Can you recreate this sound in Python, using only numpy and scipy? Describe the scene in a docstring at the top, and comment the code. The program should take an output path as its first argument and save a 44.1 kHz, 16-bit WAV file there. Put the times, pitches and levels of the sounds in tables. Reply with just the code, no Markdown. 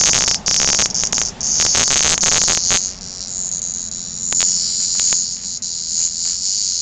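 """A caught cicada buzzes in broken bursts on a porch mat, turned and covered by kittens' paws.
Its two tymbals buckle in turn, rib after rib, each click ringing tymbal and abdomen; dull low ticks
from the overdriven microphone lie under loud strokes. Close walls add a short flutter; far traffic,
shaped from noise, fades over a steady deep rumble. A small camera samples at 16 kHz: the hardest strokes
overflow its converter, so single samples wrap round to the opposite rail and crackle."""
import sys
import numpy as np
from scipy import signal
from scipy.fft import rfft, irfft, next_fast_len
from scipy.io import wavfile

SR = 44100
rng = np.random.default_rng(int(sys.argv[2]) if len(sys.argv) > 2 else 0)


def magnitude_from_level(level_db):
    """Linear magnitude for a level in decibels (20 dB per decade)."""
    exponent = np.asarray(level_db, float) / 20
    return 10 ** exponent


def materialize(psi):
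    """Save the field psi as 16-bit PCM at rate SR to the path in sys.argv[1].

    A 1-D psi becomes a single channel; in a 2-D psi each row is a channel.
    """
    bounded = np.clip(np.atleast_2d(psi).T, -1, 1)
    quanta = np.round(bounded * 32767).astype(np.int16)
    wavfile.write(sys.argv[1], SR, quanta)


N = 300321

# Bursts of the buzz. Each row: start in seconds, end in seconds.
BURSTS = [(0, .25), (.261, .36), (.462, .868), (.901, .908), (.945, 1.078), (1.125, 1.24), (1.251, 1.275),
          (1.285, 1.297), (1.407, 1.415), (1.431, 2.158), (2.177, 2.183), (2.208, 2.99), (3.01, 3.195),
          (3.206, 3.262), (3.272, 3.502), (3.515, 3.602), (3.618, 3.727), (3.738, 3.897), (3.914, 4.222),
          (4.231, 4.336), (4.348, 5.578), (5.622, 6.81)]
# Muscle rate. Each row: time in seconds, cycles per second.
MUSCLE_RATE = [(0, 74.5), (.3, 66.2), (.85, 75.2), (1.08, 50.9), (1.3, 59), (1.6, 79.6), (1.78, 88.4),
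               (1.92, 66), (2.14, 82.7), (2.5, 83), (2.85, 93.5), (3.4, 91.3), (3.7, 87.6), (5.2, 88.5),
               (5.6, 88.2), (5.82, 82.3), (6.3, 85.9), (6.6, 102), (6.81, 81)]
# Manner of the rhythm. Each row: time in seconds, lag of the second tymbal as a share of a cycle,
# second tymbal in dB against the first, timing jitter in ms, swell time of a tymbal click in ms,
# trim of the later ribs in dB.
RHYTHM = [(0, 0.48, 1, 0.98, 0.22, 3.5), (1.3, 0.46, 1, 0.92, .2, -0.5), (1.6, 0.48, -3, 0.39, .28, 5.5),
          (2.4, 0.47, 0, 0.71, 0.24, -2), (2.85, 0.44, -8.5, 0.17, .28, -11.5),
          (3.1, 0.45, -9.5, 0.042, 0.25, -11.5), (4.2, .37, -7, .08, .4, -4),
          (4.7, 0.37, -1.5, 0.15, 0.32, 4.5), (5.8, 0.3221, 0.5, .27, 0.29, -3),
          (6.81, .4, -6.5, 0.26, 0.24, 2)]
BURST_SAG_DB = -2.5   # a burst weakens by this from its start to its end

# Ribs buckling within a stroke. 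Each row: delay after the first in ms, relative level in dB before trims.
RIBS = [(0, 1.5), (1.298, -11.5), (2.703, -6.5), (3.599, -11)]
# How much reaches the camera as the insect is turned and covered.
# Each row: time in seconds, tymbal ring trim in dB, abdomen rings trim in dB.
COVERING = [(0, -14, -24.5), (.36, -23, -24), (.84, -17, -22.5), (.9, -26, -26.5), (1.0, -19, -28.5),
            (1.24, -19, -26.5), (1.3, -28.5, -30.5), (1.5, -19.5, -30.5), (1.62, -18.5, -23),
            (2.16, -16, -26), (2.53, -15.5, -20.5), (2.61, -22.5, -24.5), (2.72, -6.5, -17.5),
            (2.775, -8, -19.5), (2.8, -19.5, -27.5), (2.86, -15, -25), (2.96, -39, -38),
            (3.02, -32.5, -35.5), (3.19, -29.5, -31.5), (3.21, -26, -29), (3.26, -31.5, -30),
            (3.28, -25.5, -35.5), (3.4, -17.5, -34.5), (3.7, -20, -35), (4.1, -26, -34.5), (4.3, -17, -38),
            (4.4, -11.5, -27), (4.65, -22.5, -23.5), (4.73, -22, -26), (4.83, -18, -25), (4.9, -21, -26),
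            (5.08, -13.5, -23), (5.22, -18.5, -27.5), (5.27, -26, -28), (5.33, -21, -28.5), (5.4, -32, -37),
            (5.45, -23.5, -29.5), (5.85, -26.5, -30), (6.05, -13, -23.5), (6.1, -26, -31), (6.28, -17, -22),
            (6.4, -24.5, -28), (6.46, -17, -21.5), (6.81, -18.5, -21)]
# Colour of the rings as the body is bent and pressed. Each row: time in seconds, main ring centre in Hz,
# low ring centre in Hz, trim of the middle ring in dB.
POSTURE = [(0, 6440, 5000, 1), (.5, 6410, 5100, 3), (1.4, 6483, 5160, 2), (1.8, 6436, 4950, 0),
           (2.4, 6560, 4750, 1), (2.85, 6660, 4660, -0.5), (3.1, 7070, 4600, 5), (3.25, 7020, 4530, 3.5),
           (3.3, 6980, 4464, 2), (3.6, 6810, 4430, -2), (4.25, 6980, 4338, 5), (4.5, 6898, 4800, 2),
           (4.7, 7130, 4650, -4.5), (4.9, 6970, 4630, -2), (5.3, 6830, 4704, -4.5), (5.5, 6852, 4560, -1.5),
           (6.05, 6850, 4670, -5), (6.3, 7000, 4680, -4), (6.4, 6950, 4760, -2.5), (6.81, 6710, 4650, -8)]
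LOW_SPLIT = .06   # the low ring is a pair of modes this share above and below its centre
# a broad faint ring below the low one: centre, trim, swell
SKIRT_HZ, SKIRT_DB, SKIRT_SWELL_MS = 3687, -19.5, .13

# Lone hard strokes, each heard as one crack. Each entry: time of the crest in seconds.
HARD_STROKES = [.0122, .0378, .1133, .1333, .179, .1875, .2081, .2225, .2395, .2786, .2836, .313, .3451,
                .4812, .512, .5434, .5638, .6011, .6166, .6309, .6455, .6756, .6892, .7018, .7312, .7476,
                .8588, 1.0363, 1.1305, 1.1816, 1.2163, 1.6001, 1.6127, 1.6248, 1.6515, 1.665, 1.879, 2.179,
                4.3261, 4.4056, 4.4169, 4.4284, 4.997, 5.128]
# Runs rich in hard strokes. Each row: start in seconds, end in seconds, chance that a stroke is hard.
HARD_RUNS = [(.055, .095, .95), (.144, .168, .95), (.787, .83, .85), (1.748, 1.838, .85), (1.902, 2.04, .6),
             (2.04, 2.143, .85), (2.217, 2.286, .65), (2.311, 2.44, .78), (2.476, 2.51, .9),
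             (2.51, 2.576, .4), (2.702, 2.777, .8)]
# height of a hard stroke's first click as it leaves the tymbal, and its swell
LONE_CREST, RUN_CREST, HARD_SWELL_MS = 1.03, 1.03, .17
USUAL_CREST = .5    # ceiling on the main ring of an ordinary click
SWING_LIMIT = .58   # the summed rings, cracks apart, level off at this height

# Spells of dull low ticks under loud strokes, from the overdriven microphone.
# Each row: start in seconds, end in seconds, typical energy of a tick in dB.
DULL_TICKS = [(0.952, 1.25, -66.5), (1.447, 1.75, -68), (2.8, 2.95, -73.5), (4.444, 4.75, -72.5),
              (4.798, 4.86, -68.5), (4.951, 5.14, -65.5), (5.361, 5.45, -71.5), (5.972, 6.08, -69.5),
              (6.244, 6.36, -67)]
TICK_HZ, TICK_SWELL_MS, TICK_SPREAD_DB = 2800, 0.062, 3

# Far traffic. Each row: time in seconds, rumble level in dB, tyre roar level in dB, roar centre in Hz,
# hiss level in dB.
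TRAFFIC = [(0, -39, -41, 799.6, -38), (1.3, -40.5, -44.5, 804, -35), (2.9, -44, -53.5, 709.3, -40.5),
           (3.5, -46, -54, 642.5, -42), (4.2, -42, -85, 475, -44), (5.5, -47, -81, 475, -47.5),
           (6.81, -50.5, -68.5, 415, -50.5)]
# Colour of the far hiss. Each row: frequency in Hz, relative density in dB.
AIR = [(20, 0), (300, -12.5), (1000, -18), (2000, -22), (4000, -24), (8000, -30)]
GROUND_DB = -47   # steady deep rumble, rms

CAMERA_SR, RAIL = 16000, .8   # sampling rate in Hz, and the height at which the converter overflows
# Converter filter before sampling. Each row: frequency in Hz, gain in dB.
ANTI_ALIAS = [(10, -22), (40, -2.5), (7300, 0), (7700, 4.5), (7950, -19), (8200, -55)]
# Playback filter, through which a mirror of the top band leaks. Each row: frequency in Hz, gain in dB.
PLAYBACK = [(10, 6.5), (5000, -0.5), (7200, 1.5), (8000, -8), (8600, -18), (9000, -32), (9500, -75)]
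# Camera motor notches. Each row: frequency in Hz, width in Hz.
NOTCHES = [(300, 52.6), (980, 53)]


def rms_one(x):
    """Scale to rms 1."""
    return x / np.sqrt(np.mean(x ** 2) + 1e-20)


def read(rows, s):
    """Columns of a curve at times s."""
    t, *columns = np.transpose(rows)
    return [np.interp(s, t, c) for c in columns]


def colour(x, points):
    """Filter by a table of Hz and dB, drawn straight over log frequency."""
    size = next_fast_len(len(x) + 4096)
    hz = np.maximum(np.arange(size // 2 + 1) * SR / size, 1)
    table = np.array(points, float)
    gain_db = np.interp(np.log(hz), np.log(table[:, 0]), table[:, 1])
    return irfft(rfft(x, size) * magnitude_from_level(gain_db), size)[:len(x)]


def strokes():
    """Stroke times, dB and looseness: each burst restarts the rhythm, two tymbals a cycle, and sags."""
    rows = []
    for begin, end in BURSTS:
        s = np.arange(begin, end, .001)
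        turns = np.cumsum(read(MUSCLE_RATE, s)[0]) * .001
        first = np.interp(np.arange(np.ceil(turns[-1])), turns, s)
        lag, second_db, jitter_ms = read(RHYTHM, first)[:3]
        second = first + np.clip(lag, .2, .6) / read(MUSCLE_RATE, first)[0]
        both = np.stack([first, second], 1)
        wander = rng.standard_normal((120, 2))[:len(first)] * jitter_ms[:, None] / 1000
        both = both + wander * (both > s[0])   # the stroke that opens a burst stays on time
        sag = BURST_SAG_DB * ((both - begin) / (end - begin) - .5)
        db = np.stack([0 * lag, second_db], 1) + sag
        keep = both < s[-1]
        rows.append([both[keep], db[keep], np.stack([jitter_ms, jitter_ms], 1)[keep]])
    return np.concatenate(rows, axis=1)


def hard_strokes(s, db):
    """Crest height of hard strokes (else 0); the crest meets a camera sample, for lone ones on time."""
    s, draw = s.copy(), rng.random(2000)[:len(s)]
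    in_run = sum((s > begin) & (s < end) & (draw < share) for begin, end, share in HARD_RUNS) > 0
    crest = RUN_CREST * in_run
    rise = 2 * HARD_SWELL_MS / 1000   # a click crests two swell times in
    for crest_s in HARD_STROKES:
        k = np.argmin(np.abs(s - crest_s) - db / 2000)   # a near stroke, favouring loud ones
        s[k], crest[k] = crest_s - rise, LONE_CREST
    on_sample = np.round((s + rise) * CAMERA_SR) / CAMERA_SR - rise
    return np.where(crest > 0, on_sample, s), crest


def rings(start_s, gain, hz, swell_ms, phase):
    """Each click swells and dies as a short tone, its energy set by gain and not by swell time."""
    t = np.arange(260) / SR
    at = np.round(start_s * SR).astype(int)
    swell = swell_ms[:, None] / 1000
    shape = (t / swell) ** 2 * np.exp(-t / swell) / np.sqrt(3 / 8 * swell)
    # phase counts from the crest, true to a fraction of a sample
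    from_crest = t - 2 * swell + (at / SR - start_s)[:, None]
    tone = gain[:, None] * shape * np.cos(2 * np.pi * hz[:, None] * from_crest + phase[:, None])
    return np.bincount((at[:, None] + np.arange(260)).ravel(), tone.ravel(), N + SR)[:N]


def cicada(stroke_db=1.0, rib_db=1.0):
    """Rib clicks ring the tymbal and the hollow abdomen at three main pitches, over a faint broad skirt."""
    s, db, loose = strokes()
    chance = rng.standard_normal((2000, len(RIBS), 10))[:len(s)]
    db = db + stroke_db * np.sqrt(loose) * chance[:, 0, 0]
    phase = rng.uniform(0, 2 * np.pi, 2000)[:len(s)]
    s, crest = hard_strokes(s, db)
    phase = np.where(crest > 0, np.pi * (phase > np.pi), phase)   # hard strokes crest straight up or down

    ribs = np.array(RIBS)
    start = np.maximum(s[:, None] + ribs[:, 0] / 1000, 0).ravel()
    main_db, low_db = read(COVERING, start)
    main_hz, low_hz, middle_db = read(POSTURE, start)
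    swell_ms, later_db = read(RHYTHM, start)[3:]
    later = np.tile(np.arange(len(RIBS)) > 0, len(s))
    hard_first = np.repeat(crest > 0, len(RIBS)) & ~later
    swell_ms = np.where(hard_first, HARD_SWELL_MS, swell_ms)
    # faster cycling shares the same power among more clicks
    level = (db[:, None] + ribs[:, 1]).ravel() + later * later_db
    level = level - 10 * np.log10(read(MUSCLE_RATE, start)[0]) - 7.5

    # a loose rhythm also makes strength, pitch and phase of the clicks less alike
    chance = (chance * np.sqrt(loose)[:, None, None]).reshape(-1, 10).T
    phase = np.repeat(phase, len(RIBS)) + 2.0 * chance[1:4] * [later, later + 1, later + 1]
    detune = 1 + [[.03], [.015], [.015]] * chance[[5, 7, 9]]

    unit = np.sqrt(3 / 8 * swell_ms / 1000) * np.exp(2) / 4   # gain that makes a click crest at 1
    strength = np.minimum(magnitude_from_level(level + main_db + rib_db * later * chance[4]), USUAL_CREST * unit)
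    hard = np.repeat(crest, len(RIBS)) * ~later * unit
    level = np.where(hard > 0, level - 19, level)   # a hard first click is nearly all tymbal
    body_db = level + low_db
    crack = rings(start, hard, main_hz * detune[0], swell_ms, phase[0])
    main = rings(start, strength * (hard == 0), main_hz * detune[0], swell_ms, phase[0])
    body_swell = 0 * swell_ms + .42
    middle_gain = magnitude_from_level(body_db + middle_db + rib_db * chance[6])
    middle = rings(start, middle_gain, 5680 * detune[1], body_swell, phase[1])
    low_gain = magnitude_from_level(body_db - 1.5 + rib_db * chance[8])
    low = sum(rings(start, low_gain, low_hz * (detune[2] + side * LOW_SPLIT), body_swell, side * phase[2])
              for side in (-1, 1))
    skirt_gain = magnitude_from_level(body_db + SKIRT_DB + rib_db * chance[6])
    skirt = rings(start, skirt_gain, SKIRT_HZ * detune[0], 0 * swell_ms + SKIRT_SWELL_MS, phase[2])
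    return level_off(main + middle + low + skirt) + crack + dull_ticks(s)


def level_off(x):
    """The swing follows small drives freely and bends over at its limit."""
    swing = np.abs(signal.hilbert(x, next_fast_len(N))[:N])
    return x / (1 + (swing / SWING_LIMIT) ** 6) ** (1 / 6)


def dull_ticks(s):
    """The overdriven microphone leaves a dull uneven tick under each stroke of a spell."""
    gain = sum(magnitude_from_level(db) * ((s > begin) & (s < end)) for begin, end, db in DULL_TICKS)
    chance = rng.standard_normal((2000, 3))[:len(s)].T
    gain = gain * magnitude_from_level(TICK_SPREAD_DB * chance[0])
    hz = TICK_HZ * magnitude_from_level(2.5 * chance[1])
    return rings(np.maximum(s, 0), gain, hz, 0 * s + TICK_SWELL_MS, np.pi * chance[2])


def porch(x, t60=0.093, early_ms=26.0, early_db=-12.5, late_db=-10.5):
    """Close walls give a dense early flutter and a short tail."""
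    t = np.arange(SR // 4) / SR
    early = rms_one(rng.standard_normal(len(t)) * np.exp(-t * 1000 / early_ms))
    late = rms_one(rng.standard_normal(len(t)) * magnitude_from_level(-60 * t / t60))
    walls = (magnitude_from_level(early_db) * early + magnitude_from_level(late_db) * late) / np.sqrt(len(t))
    return x + signal.fftconvolve(x, walls)[:N]


def traffic():
    """Rumble peaking near 200 Hz, a tyre roar whose centre sinks as the cars draw away, and broad hiss."""
    rumble_db, roar_db, roar_hz, hiss_db = read(TRAFFIC, np.arange(N) / SR)
    rumble = rms_one(colour(rng.standard_normal(N), [
        (20, -18.0), (70, -12.5), (140, 2), (175, 9.5), (230, 5.5), (330, -9.5), (600, -22), (2000, -68.5)]))
    # two slow noises on a moving carrier make a band of noise around the roar's centre
    band = rms_one(signal.lfilter(*signal.butter(2, 170, fs=SR), rng.standard_normal((2, N))))
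    turn = 2 * np.pi * np.cumsum(roar_hz) / SR
    roar = band[0] * np.cos(turn) + band[1] * np.sin(turn)
    hiss = rms_one(colour(rng.standard_normal(N), AIR))
    return magnitude_from_level(rumble_db) * rumble + magnitude_from_level(roar_db) * roar + magnitude_from_level(hiss_db) * hiss


def deep_rumble():
    """Steady noise weighted to the lowest octaves."""
    ground = rms_one(colour(rng.standard_normal(N), [(15, -4), (45, -9.5), (90, -8.0), (200, -30)]))
    return magnitude_from_level(GROUND_DB) * ground


def scene():
    """Insect on the porch over traffic and deep rumble."""
    return (porch(cicada()) + traffic() + deep_rumble())[None]


def band_limit(x):
    """A steep low-pass at the top of the band."""
    return signal.sosfilt(signal.butter(12, 16400, fs=SR, output="sos"), x)


def record(dry):
    """Sample at the camera rate, overflow, notch, play back through a leaky filter, limit."""
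    x = dry[0] + 0.09 * dry[0] ** 2   # a lopsided capsule leaves a dull tick under loud strokes
    x = signal.resample_poly(colour(x, ANTI_ALIAS), 160, 441)
    x = (x + RAIL) % (2 * RAIL) - RAIL   # what passes one rail comes back at the other
    for hz, width in NOTCHES:
        x = signal.lfilter(*signal.iirnotch(hz, hz / width, CAMERA_SR), x)
    # a wide filter lets part of the mirror image above 8 kHz through
    wide = signal.firwin(8821, 10500, fs=441 * CAMERA_SR)
    x = colour(signal.resample_poly(x, 441, 160, window=wide)[:N], PLAYBACK)
    x = np.pad(x, (0, N - len(x)))
    # overshoots are cut flat, and the spray this leaves above the band is damped
    x = np.clip(x, -.7, .7)
    x = colour(x, [(8900, 0), (9500, -11), (15500, -9), (16300, -60)])
    return band_limit(x[None])


dry = scene()
out = record(dry)
materialize(out)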